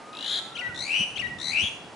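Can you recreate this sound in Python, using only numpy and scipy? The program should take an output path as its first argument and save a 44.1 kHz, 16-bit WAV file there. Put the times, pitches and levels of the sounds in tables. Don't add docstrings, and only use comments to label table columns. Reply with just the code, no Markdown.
import sys
import numpy as np
from scipy import signal
from scipy.fft import rfft, irfft
from scipy.io import wavfile
from scipy.ndimage import uniform_filter1d

SR = 44100
rng = np.random.default_rng(int(sys.argv[2]) if len(sys.argv) > 2 else 0)


def unload_wav(signal):
    wavfile.write(
        sys.argv[1],
        SR,
        np.round(np.clip(np.atleast_2d(signal).T, -1, 1) * 32767).astype(np.int16),
    )


N = 85995
T = np.arange(N) / SR

BIRD_DB = -4
# (time [s], pitch between flicks [Hz], level [dB], flick rise [s], accent at throat ring [dB])
RASP = [(0.129, 2386, -49.5, 0.0008, 7.5), (0.169, 2626, -47, .0009, 16.5),
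        (0.224, 2850, -40.5, 0.0011, 12.5), (.27, 2900, -35.5, 0.0038, 10.5),
        (0.319, 2986, -32.5, 0.0058, 8), (.39, 2922, -35.5, 0.0049, 11.5), (0.402, 3080, -40, 0.0024, 7)]
# (time [s], flick rate [1/s])
FLICK_RATE = [(.131, 50), (.21, 52.5), (.28, 55), (.32, 67), (.39, 65)]
# (time from chirp start [s], pitch [Hz], level [dB])
CHIRP_SIDES = [
    [(0, 2600, -46), (.01, 3070, -29), (.016, 3252, -28), (.021, 2655, -31), (.027, 2110, -28.5)],
    [(.02, 5040, -56), (.028, 4346, -39), (.031, 3423, -27.5), (.034, 2606, -43), (.041, 2606, -27),
     (.046, 2900, -24), (.056, 2802, -30.5), (.06, 2745, -33), (.067, 2207, -30.5), (.071, 2070, -59)],
]
# (start [s], gain [dB])
CHIRPS = [(0.5474, -4), (1.152, -1)]
# (start [s], length [s], pitch [Hz], peak level [dB])
WHISTLES = [(0.615, 0.069, 1932, -28), (1.223, 0.046, 1915, -25.5)]
# (time [s], pitch [Hz], pulse rate [1/s], fundamental [dB], overtones [dB], warble [0-1])
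TRILLS = [
    [(.7445, 1733, 67, -58, -37.5, 0.01), (.79, 1900, 67, -47.5, -31, 0),
     (.825, 2040, 68, -38.5, -27.5, 0.06), (.85, 2219, 68.5, -39.5, -28, 0.01),
     (.90, 2474, 73, -25, -31.5, 0.08), (.95, 2673, 100, -22.5, -34, 0.89),
     (1.0, 2789, 109, -23.5, -27, 0.77), (1.038, 2824, 106, -25, -32.5, 0.63),
     (1.052, 2654, 100, -42, -56, 0.5)],
    [(1.385, 1740, 71, -54, -40, 0.18), (1.415, 1890, 72, -42, -31, 0), (1.44, 2034, 74, -44, -30.5, 0),
     (1.497, 1999, 80, -38, -27, 0.1), (1.533, 2352, 71, -27, -30, 0), (1.57, 2513, 84, -21.5, -41, 0.86),
     (1.61, 2672, 91, -23.5, -26.5, 0.75), (1.636, 3064, 110, -27.5, -33, 1),
     (1.678, 3232, 110, -27.5, -30.5, 0.38), (1.698, 3130, 110, -55, -42, 0.4)],
]
# (frequency [Hz], gain [dB])
THROAT = [(3300, -9.5), (4000, 0.5), (4700, -11), (5200, -23), (5700, -12), (6000, -11), (6400, -14.5),
          (7100, -16.5), (7800, -15.5), (8500, -25.5), (9200, -18.5), (10200, -21.5)]
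# (frequency [Hz], gain [dB])
RASP_THROAT = [(5000, -8), (6000, -17), (6750, -10.5), (8800, -25.5), (10300, -15.5)]
# (frequency [Hz], gain [dB])
HISS_COLOUR = [(800, -9), (1600, 13.5), (3000, 3), (4500, 12), (5400, 4), (10500, -9)]
# (frequency [Hz], left boost and right cut [dB])
BIRD_PAN = [(3000, 5.5), (4200, 7), (6000, 4.5), (9000, 1.4)]
# (time [s], pitch [Hz], level [dB])
FAR_NOTES = [
    [(0, 1205, -54), (.145, 1255, -49), (.16, 1290, -54)],
    [(.38, 1318, -55), (.5, 1332, -51), (.59, 1415, -48), (.64, 1525, -47), (.67, 1555, -43),
     (.725, 1370, -48)],
]
# (delay [s], left [dB], right [dB])
NEAR_ECHOES = [(.0055, -6.5, -2), (0.0144, -28, -16)]
# (delay [s], left [dB], right [dB])
FAR_ECHOES = [(0.0758, -17, -9), (0.109, -17.5, -14)]
# (frequency [Hz], gain [dB])
WALL_COLOUR = [(2000, 4.5), (3600, -4), (7800, 3.5), (9200, 10), (10500, -8)]
# (frequency [Hz], gain [dB])
TOWN_COLOUR = [(40, -26), (100, -11.5), (170, -4), (320, -0.5), (420, -4), (800, -1.5), (1150, -7),
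               (1900, -11), (6000, -22), (11000, -29.5)]
# (time [s], level [dB])
WIND = [(0, -78), (.63, -58.5), (.69, -49), (.83, -49), (.92, -62), (1.15, -51), (1.24, -44.5),
        (1.45, -49.5), (1.56, -53.5), (1.95, -59)]
# (time [s], peak [dB])
PUFFS = [(1.012, -37), (1.636, -34.5)]

FLICK_TOP_HZ, FLICK_FALL_S, RING_HZ, RING_HALF_WIDTH_HZ = 4413, 0.0021, 3756, 370
RASP_OVERTONES_DB, CHIRP_OVERTONES_DB, WHISTLE_OVERTONES_DB = -3.5, -5, -26.5
WHISTLE_SWELL_DB, WHISTLE_TOP_SHARE, WHISTLE_BEND_HZ = 9, 0.88, 45.2
PULSE_DUTY, PULSE_GAP_DB, PULSE_UNEVEN_DB = 0.62, -14.5, 1.3
SAG_SHARE, SAG_CYCLES, WANDER_SHARE = 0.25, 0.16, 0.02
WARBLE_SHARE, WARBLE_DB, CREST_CYCLES, CREST_OVERTONES_DB = 0.13, 1, 0.339, 4
BLUR_RAD, HISS_DB, RASP_HISS_DB = 0.09, -22, 10.5
MIC_TURN_DB_PER_S = 1.7
FAR_PAN_DB, TOWN_DB, TOWN_PAN_DB = 3.5, -45.5, -0.7
TAIL_DB, TAIL_T60_S, TAIL_CUT_HZ = -5.5, 0.67, 18500
WIND_BAND_HZ, PUFF_WIDTH_S = (75, 214), 0.0126
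CUTOFF_HZ = 11000


def near_bird():
    opening = rasp()
    song = sum(trill(rows) for rows in TRILLS) + sum(chirp(*row) for row in CHIRPS)
    airflow = uniform_filter1d(abs(song) + from_db(RASP_HISS_DB) * abs(opening), size=64)
    hiss = from_db(HISS_DB) * airflow * noise(HISS_COLOUR)
    whistles = sum(whistle(*row) for row in WHISTLES)
    return from_db(BIRD_DB) * (opening + song + hiss + whistles)


def syrinx(hz, level_db, overtones_db, jitter_share=0.01, throat=THROAT):
    phase = 2 * np.pi * np.cumsum(hz * (1 + jitter_share * flutter(hz=870))) / SR
    blur = BLUR_RAD * flutter(hz=260)
    overtones = sum((k * hz < SR / 2) * np.sin(k * phase + (k - 1) * k * blur) for k in range(2, 6))
    fundamental = from_db(level_db) * np.sin(phase)
    return np.sqrt(2) * (fundamental + from_db(overtones_db) * coloured(overtones, throat))


def rasp():
    base_hz, db, rise_s, accent_db = in_time(RASP)
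    rate, = in_time(FLICK_RATE)
    cycle = cycle_position(rate, FLICK_RATE[0][0])
    since_top_s, until_top_s = cycle / rate, (1 - cycle) / rate
    flick = np.exp(-np.minimum(since_top_s / FLICK_FALL_S, until_top_s / rise_s))
    hz = uniform_filter1d(base_hz + (FLICK_TOP_HZ - base_hz) * flick, size=60)
    db = db + accent_db / (1 + ((hz - RING_HZ) / RING_HALF_WIDTH_HZ) ** 2)
    return gate(RASP[0][0], RASP[-1][0]) * syrinx(hz, db, db + RASP_OVERTONES_DB, throat=RASP_THROAT)


def chirp(start_s, gain_db):
    both_sides = 0
    for side in CHIRP_SIDES:
        rows = [(start_s + s, hz, db + gain_db) for s, hz, db in side]
        hz, db = in_time(rows)
        both_sides += gate(rows[0][0], rows[-1][0]) * syrinx(hz, db, db + CHIRP_OVERTONES_DB)
    return both_sides


def whistle(start_s, length_s, hz, peak_db):
    slack = np.interp((T - start_s) / length_s, [0, WHISTLE_TOP_SHARE, 1], [1, 0, 1]) ** 2
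    db = peak_db - WHISTLE_SWELL_DB * slack
    tone = syrinx(hz + WHISTLE_BEND_HZ * slack, db, db + WHISTLE_OVERTONES_DB, jitter_share=0.003)
    return gate(start_s, start_s + length_s) * tone


def trill(rows):
    hz, rate, db, overtones_db, merged = in_time(rows)
    cycle = cycle_position(rate, rows[0][0])
    sag_hz = SAG_SHARE * hz * (np.exp(-cycle / SAG_CYCLES) - SAG_CYCLES)
    wander_hz = WANDER_SHARE * hz * flutter(hz=150)
    warble = merged * np.cos(2 * np.pi * (cycle - CREST_CYCLES))
    hz = uniform_filter1d(hz + (1 - merged) * (sag_hz + wander_hz) + WARBLE_SHARE * hz * warble, size=30)
    closing = uniform_filter1d(np.clip((cycle - PULSE_DUTY) / 0.11 + 0.5, 0, 1), size=44)
    gap_db = (1 - merged) * PULSE_GAP_DB * closing
    pulse_db = gap_db + WARBLE_DB * warble + PULSE_UNEVEN_DB * flutter(hz=250)
    overtones_db = overtones_db + CREST_OVERTONES_DB * warble
    return gate(rows[0][0], rows[-1][0]) * syrinx(hz, db + pulse_db, overtones_db + pulse_db)


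def far_whistle(rows):
    hz, db = in_time(rows)
    tone = np.sqrt(2) * np.sin(2 * np.pi * np.cumsum(hz) / SR)
    return gate(rows[0][0], rows[-1][0]) * from_db(db) * tone


def surroundings(x):
    walls = echoes(x, NEAR_ECHOES) + echoes(coloured(x, WALL_COLOUR), FAR_ECHOES)
    scatter = filtered(rng.standard_normal((2, N)), TAIL_CUT_HZ, "low") * from_db(-60 * T / TAIL_T60_S)
    scatter /= np.sqrt(np.sum(scatter ** 2, axis=1, keepdims=True))
    return walls + from_db(TAIL_DB) * signal.fftconvolve(scatter, x[None], axes=1)[:, :N]


def echoes(x, rows):
    return sum(from_db([[left_db], [right_db]]) * np.interp(T - delay_s, T, x, left=0)
               for delay_s, left_db, right_db in rows)


def town():
    murmur = widen(noise(TOWN_COLOUR), noise(TOWN_COLOUR), side_db=-11)
    return from_db(TOWN_DB) * pan(TOWN_PAN_DB) * murmur


def wind():
    db, = in_time(WIND)
    puffs = sum(from_db(peak_db) * np.exp(-((T - s) / PUFF_WIDTH_S) ** 2) for s, peak_db in PUFFS)
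    mid, side = unit_rms(filtered(rng.standard_normal((2, N)), WIND_BAND_HZ, "band"))
    return (from_db(db) + puffs) * widen(mid, side, side_db=-10.5)


def from_db(db):
    return 10 ** (np.asarray(db) / 20)


def unit_rms(x):
    return x / np.sqrt(np.mean(x ** 2) + 1e-20)


def in_time(rows):
    times_s, *columns = np.transpose(rows)
    return [np.interp(T, times_s, column) for column in columns]


def cycle_position(rate, start_s):
    cycles = np.cumsum(rate) / SR
    return (cycles - np.interp(start_s, T, cycles)) % 1


def gate(start_s, end_s):
    return np.clip(np.minimum(T - start_s, end_s - T) / 0.002, 0, 1)


def filtered(x, hz, kind):
    return signal.sosfilt(signal.butter(2, hz, kind, fs=SR, output="sos"), x)


def coloured(x, colour):
    hz, db = np.transpose(colour)
    bins_hz = np.maximum(np.arange(N // 2 + 1) * SR / N, 1)
    gain = from_db(np.interp(np.log(bins_hz), np.log(hz), db))
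    return irfft(rfft(x) * gain, N)


def noise(colour):
    return unit_rms(coloured(rng.standard_normal(N), colour))


def flutter(hz):
    return unit_rms(filtered(rng.standard_normal(N), hz, "low"))


def pan(db):
    return from_db(db * np.array([[1], [-1]]))


def widen(mid, side, side_db):
    return mid + from_db(side_db) * side * np.array([[1], [-1]])


def scene():
    near = near_bird()
    direct = np.array([coloured(near, [(hz, side * db) for hz, db in BIRD_PAN]) for side in (1, -1)])
    drift = pan(MIC_TURN_DB_PER_S * (T - T.mean()))
    far = sum(far_whistle(rows) for rows in FAR_NOTES)
    return direct * drift + far * pan(FAR_PAN_DB) + town() + surroundings(near + far) + wind()


def record(dry):
    return signal.sosfilt(signal.ellip(12, 0.1, 80, CUTOFF_HZ, fs=SR, output="sos"), dry)


dry = scene()
out = record(dry)
unload_wav(out)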